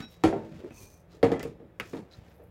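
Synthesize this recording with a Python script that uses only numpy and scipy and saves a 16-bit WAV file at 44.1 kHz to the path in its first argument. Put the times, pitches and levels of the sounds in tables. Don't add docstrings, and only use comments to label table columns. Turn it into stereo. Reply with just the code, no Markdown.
import sys
import numpy as np
from scipy import signal
from scipy.io import wavfile
from scipy.ndimage import uniform_filter1d, minimum_filter1d

SR = 44100
rng = np.random.default_rng(int(sys.argv[2]) if len(sys.argv) > 2 else 0)


def to_wav(s):
    ch = np.atleast_2d(s).T
    pcm = np.round(np.clip(ch, -1, 1) * 32767)
    wavfile.write(sys.argv[1], SR, pcm.astype(np.int16))


N = 110250
TIME = np.arange(N) / SR
BAND_HZ = 34 * 2 ** (np.arange(19) / 2)
LEFT_LEAD_S, LEFT_DB = 0.000525, 1.7


def from_db(db):
    return 10 ** (np.asarray(db) / 20)


def per_band(points, column=1):
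    table = np.array(points)
    return np.interp(np.log(BAND_HZ), np.log(table[:, 0]), table[:, column])[:, None]


def ring(start_s, modes, build_s, alternate=True):
    out = np.zeros((2, N))
    first = int(start_s * SR)
    for k, (hz, db, t60_s) in enumerate(modes):
        span = slice(first, first + int(1.5 * t60_s * SR))
        t = np.maximum(TIME[span] - start_s - np.array([[0], [LEFT_LEAD_S]]), 0)
        sign = (-1) ** (k * alternate)
        envelope = from_db(db - 60 * t / t60_s) * (1 - np.exp(-t / build_s))
        out[:, span] += sign * envelope * np.sin(2 * np.pi * hz * t)
    return out


def ring_at(start_s, level_db, modes, build_s, alternate=True):
    raised = [(hz, level_db + db, t60_s) for hz, db, t60_s in modes]
    return ring(start_s, raised, build_s, alternate)


def swell(crest_s, rise_s, fall_s, db):
    away = (TIME - crest_s) / np.where(TIME < crest_s, rise_s, fall_s)
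    return from_db(db) ** 2 * np.exp(-away ** 2)


def graininess(depth_db, per_s):
    count = int(per_s * N / SR) + 2
    steps = rng.standard_normal(N)[:count]
    return from_db(depth_db * np.interp(TIME * per_s, np.arange(count), steps)) ** 2


def resonant_noise(hz, width_hz):
    b, a = signal.iirpeak(hz, hz / max(width_hz, 2), fs=SR)
    once = signal.lfilter(b, a, rng.standard_normal(N + SR))
    twice = signal.lfilter(b, a, once)[SR:]
    return twice / twice.std()


# start_s, ring_db, thud_db, middle_db, treble_db, place_0_to_1, steel_db
KNOCKS = [(0.2369, -18, -16, -12, -16, 0, -10.5), (.328, -53, -21, -28.5, -63, 0.5, -15),
          (1.2288, -8.5, -11.5, -13, -22, 0.88, -36), (1.3169, -17.5, -20.5, -22.5, -30.5, 0.84, -29.5),
          (1.449, -30.5, -27.5, -43.5, -56, 0.94, -43), (1.599, -45.5, -37.5, -52.5, -66, 0.92, -108),
          (1.933, -32, -31.5, -31, -43.5, 0.6, -46), (1.968, -47.5, -57, -35.5, -38.5, 0.1, -50),
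          (2.399, -51.5, -53, -55, -72, .9, -50.5)]
# pitch_hz, level_at_place_0_db, level_at_place_1_db, t60_s
PLASTIC_MODES = [(78.7, -26, -24, 0.081), (165.8, -4, -11, 0.15), (272, -8, -7.5, 0.22),
                 (319.1, 8, -14, 0.2), (362.9, -17, -20.5, 0.31), (463.1, -0.5, 4, 0.15),
                 (548.4, -7.5, -10.5, 0.16), (679, -9.5, -15, 0.12), (755, 2.5, -7.5, 0.12),
                 (1076, -0.5, -15.5, 0.13), (1220, -32, -17, .12), (1361, 0, -29, 0.058),
                 (1696, -37, -24.5, .13), (1844, -18, -25, 0.08), (1910, -18.5, -40, 0.14)]
# pitch_hz, level_db, t60_s
STEEL_MODES = [(112.2, -36, 1.1), (169, -29.5, 0.85), (220, -28, 0.61), (324.3, -11, 0.81),
               (393, -11, 0.33), (476, -13, 0.3), (543, -22.5, 1.1), (609, -16, 0.69), (697, -19.5, 0.53),
               (763, -42, 0.58), (955, -36, 0.69), (1060, -32, .35)]
BOWL_BUILD_S = 0.0021


def bowl_rings():
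    out = 0
    for start_s, ring_db, _, _, _, place, steel_db in KNOCKS:
        plastic = [(hz, db_0 + place * (db_1 - db_0), t60_s) for hz, db_0, db_1, t60_s in PLASTIC_MODES]
        out = out + ring_at(start_s, ring_db, plastic, BOWL_BUILD_S)
        out = out + ring_at(start_s, steel_db, STEEL_MODES, BOWL_BUILD_S)
    return out


ROOM_T60_S, ROOM_BUILD_S, ROOM_TREBLE_SHARE = 0.45, 0.0074, 0.44
BLOW_BUILD_CYCLES = 1.13


def blow_power(start_s, body, low_db, middle_db, treble_db, crack_s, crack_db, top_db=0):
    power = np.zeros((len(BAND_HZ), N), np.float32)
    first = int(start_s * SR)
    t = TIME[:min(SR, N - first)].astype(np.float32)
    blow_db = [(350, low_db), (900, middle_db), (2200, middle_db), (6000, treble_db),
               (12000, treble_db + top_db)]
    gain = from_db(per_band(body) + per_band(blow_db))
    direct = np.exp(-np.log(1e6) * t / per_band(body, column=2))
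    crack = (BAND_HZ[:, None] > 1000) * from_db(crack_db) ** 2 * np.exp(-t / crack_s)
    room_t60_s = ROOM_T60_S * per_band([(1000, 1), (10000, ROOM_TREBLE_SHARE)])
    room_decay = np.exp(-np.log(1e6) * t / room_t60_s) * (1 - np.exp(-t / ROOM_BUILD_S))
    tail = from_db(per_band(body, column=3)) ** 2 * room_decay
    build = np.minimum(t * BAND_HZ[:, None] / BLOW_BUILD_CYCLES, 1) ** 2
    power[:, first:first + len(t)] = gain ** 2 * (direct + crack + tail) * build
    return power


# band_hz, level_db, t60_s, room_tail_db
KNOCK_BODY = [(45.5, -39, 0.067, -3), (95, -26, 0.05, 5.5), (200, -24, 0.09, 6.5), (403, -15.5, 0.16, 2),
              (764, -5.5, 0.11, -10), (1140, -17.5, 0.023, -8.5), (2200, -22, 0.19, -8.5),
              (4500, -22.5, 0.063, -9.5), (7300, -26, 0.022, 2), (15300, -36, 0.083, -11)]
# band_hz, level_db, t60_s, room_tail_db
CLACK_BODY = [(80, -34.5, 0.24, -11), (393, -17, 0.1, -13), (1130, -17.5, 0.16, -13.5),
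              (2220, -12.5, 0.15, -11.5), (3720, -24, 0.056, -4.5), (8000, -25, 0.017, -3),
              (15200, -17.5, 0.015, -17)]
# start_s, ring_db, low_db, middle_db, treble_db, top_change_db
CLACKS_AND_TICKS = [(0.707, -53.5, -24, -49, -53, -7), (1.395, -48, -19, -33, -27.5, -17),
                    (1.4289, -43.5, -17.5, -33.5, -27.5, -1.5), (1.799, -26, -19, -25.5, -28, -8)]
KNOCK_CRACK_S, KNOCK_CRACK_DB = 0.002, 3
CLACK_CRACK_S, CLACK_CRACK_DB = 0.001, 8
CLATTER_DB, CLATTERS_PER_S = 1.5, 180


def blows():
    power = 0
    for start_s, _, low_db, middle_db, treble_db, *_ in KNOCKS:
        power = power + blow_power(start_s, KNOCK_BODY, low_db, middle_db, treble_db,
                                   KNOCK_CRACK_S, KNOCK_CRACK_DB)
    for start_s, _, low_db, middle_db, treble_db, top_db in CLACKS_AND_TICKS:
        power = power + blow_power(start_s, CLACK_BODY, low_db, middle_db, treble_db,
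                                   CLACK_CRACK_S, CLACK_CRACK_DB, top_db)
    return power * graininess(CLATTER_DB, CLATTERS_PER_S)


# start_s, level_db
RIM_TOUCHES = [(.3275, -20.5), (.7095, -48.5)]
# pitch_hz, level_db, t60_s
RIM_MODES = [(596, -14, .49), (685, -2, 0.18), (764, 2.5, 0.1), (897, -10, 0.44), (1373, -20.5, 0.15),
             (1530, -26, 0.0091)]
RIM_BUILD_S = 0.00027


def rim_rings():
    return sum(ring_at(start_s, db, RIM_MODES, RIM_BUILD_S, alternate=False) for start_s, db in RIM_TOUCHES)


# start_s, level_db
THUMPS = [(.634, -36), (1.93, -26.5), (1.964, -40.5)]
# pitch_hz, level_db, t60_s
THUMP_MODES = [(179, -22, 0.12), (267, -2.5, 0.15), (367, -0.5, 0.11), (540, -22, .17)]
THUMP_BUILD_S = 0.007


def thump_rings():
    return sum(ring_at(start_s, db, THUMP_MODES, THUMP_BUILD_S) for start_s, db in THUMPS)


# crest_s, rise_s, fall_s, level_db, coarse_db (below 9 kHz)
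SLIDES = [(.115, 0.012, 0.027, -71, -11), (.768, 0.024, 0.057, -65, 1), (.848, 0.045, 0.029, -63, -0.5),
          (.93, 0.044, 0.051, -69.5, -1.5), (2.39, 0.078, 0.079, -75.5, -22)]
# band_hz, level_db
FLOUR_SPECTRUM = [(200, -1.5), (1000, -23), (1700, -26), (2500, 1), (3400, -13), (4600, -6.5), (6200, -0.5),
                  (8000, -4), (11000, 1.5), (15000, -3)]
FLOUR_GRAIN_DB, GRAINS_PER_S = 5, 370


def flour():
    sliding = 0
    for *shape, coarse_db in SLIDES:
        coarse_gain = from_db(per_band([(9000, coarse_db), (12000, 0)]))
        sliding = sliding + swell(*shape) * coarse_gain ** 2
    return from_db(per_band(FLOUR_SPECTRUM)) ** 2 * sliding * graininess(FLOUR_GRAIN_DB, GRAINS_PER_S)


# pitch_hz, width_hz, under_flour_db, under_knocks_db
WALL = [(1010, 230, -3, -44), (2413, 84, -3, -25), (4390, 640, -5.5, -25.5), (6130, 650, 3.5, -39.5),
        (8700, 760, -5.5, -37)]
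WALL_T60_S = 0.21
WALL_FLUTTER_DB, WALL_FLUTTERS_PER_S = 2.5, 100


def steel_wall():
    sliding = sum(swell(*shape) * from_db(coarse_db) ** 2 for *shape, coarse_db in SLIDES)
    struck = 0
    for start_s, _, _, _, treble_db, *_ in KNOCKS:
        decay_db = treble_db - 60 * abs(TIME - start_s) / WALL_T60_S
        struck = struck + from_db(decay_db) ** 2 * (TIME > start_s)
    out = np.zeros((2, N))
    for side in range(2):
        for hz, width_hz, flour_db, knock_db in WALL:
            noise = resonant_noise(hz, width_hz)
            flutter = graininess(WALL_FLUTTER_DB, WALL_FLUTTERS_PER_S)
            power = from_db(flour_db) ** 2 * sliding * flutter + from_db(knock_db) ** 2 * struck
            out[side] += noise * np.sqrt(power)
    return out


# pitch_hz, level_db, t60_s
CLACK_MODES = [(486, -7.5, 0.082), (1295, -13, 0.2), (1467, -15, 0.11), (1743, -12, 0.055),
               (1840, -25, 0.14), (2489, -22.5, 0.27), (2580, -6, 0.05), (2775, 0, 0.076),
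               (3830, -26, 0.099)]
CLACK_BUILD_S = 0.00027
PULSE_HZ, PULSE_DB, PULSE_LEFT_DB = 2220, 5, 6.5


def clack_rings():
    out = 0
    sides = from_db([[PULSE_LEFT_DB], [-PULSE_LEFT_DB]])
    for start_s, ring_db, *_ in CLACKS_AND_TICKS:
        cycles = (TIME - start_s - np.array([[0], [LEFT_LEAD_S]])) * PULSE_HZ - 1
        pulse = -np.sin(2 * np.pi * cycles) * np.exp(-2 * cycles ** 2) * sides
        out = out + from_db(ring_db + PULSE_DB) * pulse
        out = out + ring_at(start_s, ring_db, CLACK_MODES, CLACK_BUILD_S)
    return out


# crest_s, rise_s, fall_s, level_db, centre_hz
RUBS = [(.0, .02, 0.03, -44, 1920), (.13, 0.038, 0.04, -60, 4330), (0.582, 0.29, 0.12, -59.5, 2350),
        (1.14, 0.026, 0.04, -61.5, 4270), (1.88, 0.044, 0.077, -56.5, 7400),
        (2.132, 0.013, 0.042, -59.5, 4060), (2.259, 0.12, 0.077, -63.5, 2300)]
# band_hz, level_db
RUB_SPECTRUM = [(200, 8), (800, 0), (1600, -5), (2800, -7), (4300, -7.5), (7000, -7.5), (10000, -15.5),
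                (15000, -7)]
# crest_s, rise_s, fall_s, level_db, centre_hz
BUMPS = [(.006, 0.011, 0.036, -37.5, 235), (0.267, 0.011, 0.0092, -29, 85.6),
         (.537, 0.024, 0.032, -43.5, 165), (.652, 0.03, 0.023, -39.5, 376), (.835, 0.031, 0.021, -54, 333),
         (1.148, 0.011, 0.048, -51.5, 400), (1.628, 0.016, 0.026, -52.5, 445),
         (1.989, 0.026, 0.01, -39.5, 288), (2.026, 0.018, 0.01, -43, 182),
         (2.195, 0.04, 0.025, -46.5, 86.4), (2.418, 0.023, 0.022, -49, 510)]
RUB_DB_PER_OCTAVE, BUMP_DB_PER_OCTAVE = 4.5, 18.5
HANDLING_GRAIN_DB = 3.5


def handling():
    def around(hz, slope_db):
        return from_db(-slope_db * abs(np.log2(BAND_HZ[:, None] / hz))) ** 2
    rubs = sum(around(hz, RUB_DB_PER_OCTAVE) * swell(*shape) for *shape, hz in RUBS)
    bumps = sum(around(hz, BUMP_DB_PER_OCTAVE) * swell(*shape) for *shape, hz in BUMPS)
    power = from_db(per_band(RUB_SPECTRUM)) ** 2 * rubs + bumps
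    return power * graininess(HANDLING_GRAIN_DB, GRAINS_PER_S)


CONTACTS_PER_S = 350


def chatter(power, modes):
    at = np.flatnonzero(rng.random(N) < CONTACTS_PER_S / SR)
    out = 0
    for hz, db, t60_s in modes:
        radius = from_db(-60 / (t60_s * SR))
        angle = 2 * np.pi * hz / SR
        strength = rng.uniform(-0.74, 1, (2, N))[:, at]
        clicks = np.full((2, N), 1e-18)
        clicks[:, at] = strength * np.sqrt(power[at] * (1 - radius ** 2) * SR / CONTACTS_PER_S)
        poles = [1, -2 * radius * np.cos(angle), radius ** 2]
        out = out + from_db(db) * signal.lfilter([np.sin(angle)], poles, clicks)
    return out


# start_s, t60_s, level_db
RATTLES = [(0.269, 0.17, -29), (0.327, 0.34, -51), (1.229, 0.15, -26), (1.318, 0.35, -35.5),
           (1.396, 0.13, -32.5)]
# pitch_hz, level_db, t60_s
RATTLE_MODES = [(1345, -5.5, 0.037), (1745, -5.5, 0.022), (2010, -4, 0.065), (3220, -15, .02)]
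# crest_s, rise_s, fall_s, level_db
SCRAPES = [(1.132, 0.015, 0.019, -57), (2.131, 0.012, 0.014, -49)]
# pitch_hz, level_db, t60_s
SCRAPE_MODES = [(1340, -2, 0.034), (3984, 2.5, 0.023), (4900, -3, .005)]
# start_s, level_db
PINGS = [(0.708, -50), (0.771, -48)]
PING_HZ, PING_T60_S, PING_BUILD_S = 2560, 0.077, 0.00027


def small_contacts():
    settling = 0
    for start_s, t60_s, db in RATTLES:
        decay_db = db - 60 * abs(TIME - start_s) / t60_s
        settling = settling + from_db(decay_db) ** 2 * (TIME > start_s)
    rattles = chatter(settling, RATTLE_MODES)
    scrapes = chatter(sum(swell(*shape) for shape in SCRAPES), SCRAPE_MODES)
    pings = sum(ring(start_s, [(PING_HZ, db, PING_T60_S)], PING_BUILD_S) for start_s, db in PINGS)
    return rattles + scrapes + pings


# pitch_hz, level_db, t60_s
CLINK_MODES = [(785, -36, 0.14), (1500, -44.5, 0.15), (2575, -48, 0.18), (3860, -41.5, 0.22),
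               (3849, -52, 0.58), (5535, -49, 0.3)]
CLINK_S, CLINK_BUILD_S = 0.013, 0.01


def clink():
    return ring(CLINK_S, CLINK_MODES, CLINK_BUILD_S)


# band_hz, shared_power_0_to_1
LIKENESS = [(60, 0.9), (300, 0.37), (700, 0.54), (1800, 0.11), (4000, 0.025), (12000, 0.085)]


def noise_bands():
    run_in = 8000
    white = rng.standard_normal((2, 3, N + run_in))
    lag = int(LEFT_LEAD_S * SR)
    out = []
    for k, (hz, alike) in enumerate(zip(BAND_HZ, per_band(LIKENESS))):
        edges_hz = [hz / 2 ** .25, min(hz * 2 ** .25, .45 * SR)]
        sos = signal.butter(2, edges_hz, "band", fs=SR, output="sos")
        band = signal.sosfilt(sos, white[k % 2])
        band /= band.std()
        shared = np.array([band[0, run_in:], band[0, run_in - lag:-lag]])
        out.append(np.sqrt(alike) * shared + np.sqrt(1 - alike) * band[1:, run_in:])
    return np.stack(out, axis=1)


# delay_left_s, delay_right_s, gain
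REFLECTIONS = [(.0019, 0.0038, 0.035), (.0047, 0.0034, 0.16), (.0074, 0.0077, 0.38),
               (0.0139, 0.012, -0.058)]
REFLECT_ABOVE_HZ = 1700


def reflect(x):
    bright = signal.sosfilt(signal.butter(2, REFLECT_ABOVE_HZ, "high", fs=SR, output="sos"), x)
    out = x
    for *delays_s, gain in REFLECTIONS:
        echo = [np.interp(TIME - delay_s, TIME, side, left=0) for delay_s, side in zip(delays_s, bright)]
        out = out + gain * np.array(echo)
    return out


# band_hz, level_db
FLOOR = [(30, -83), (65, -63), (110, -62.5), (170, -70.5), (300, -67.5), (600, -61.5), (1200, -73),
         (2500, -77), (5000, -93), (10000, -89), (15000, -84.5)]


def kitchen_floor():
    return from_db(per_band(FLOOR)) ** 2


# pitch_hz, width_hz, level_db
HUM = [(115.2, 17, -67), (172.8, 6.4, -63)]


def kitchen_hum():
    return sum(from_db(db) * resonant_noise(hz, width_hz) for hz, width_hz, db in HUM)


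CENTRED_BELOW_HZ, BASS_LEFT_DB = 250, 0.5


def scene():
    bands = noise_bands()
    power = blows() + flour() + handling() + kitchen_floor()
    noise = (bands * np.sqrt(power)).sum(axis=1)
    rings = bowl_rings() + rim_rings() + thump_rings() + clack_rings() + clink()
    sound = reflect(noise + rings + steel_wall() + small_contacts()) + kitchen_hum()
    bass = signal.sosfiltfilt(signal.butter(2, CENTRED_BELOW_HZ, fs=SR, output="sos"), sound)
    bass_sides = from_db([[BASS_LEFT_DB], [-BASS_LEFT_DB]])
    upper_sides = from_db([[LEFT_DB], [-LEFT_DB]])
    return bass * bass_sides + (sound - bass) * upper_sides


LOW_CUT_HZ, CUTOFF_HZ = 35, 15900
LIMIT_DB, LIMIT_HOLD_S = -3.5, 0.0072


def record(dry):
    thinned = signal.sosfilt(signal.butter(4, LOW_CUT_HZ, "high", fs=SR, output="sos"), dry)
    size = max(int(LIMIT_HOLD_S * SR), 8)
    wanted = np.minimum(1, from_db(LIMIT_DB) / (abs(thinned).max(axis=0) + 1e-9))
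    limited = thinned * uniform_filter1d(minimum_filter1d(wanted, size), size)
    return signal.sosfilt(signal.ellip(10, .2, 80, CUTOFF_HZ, fs=SR, output="sos"), limited)


dry = scene()
out = record(dry)
to_wav(out)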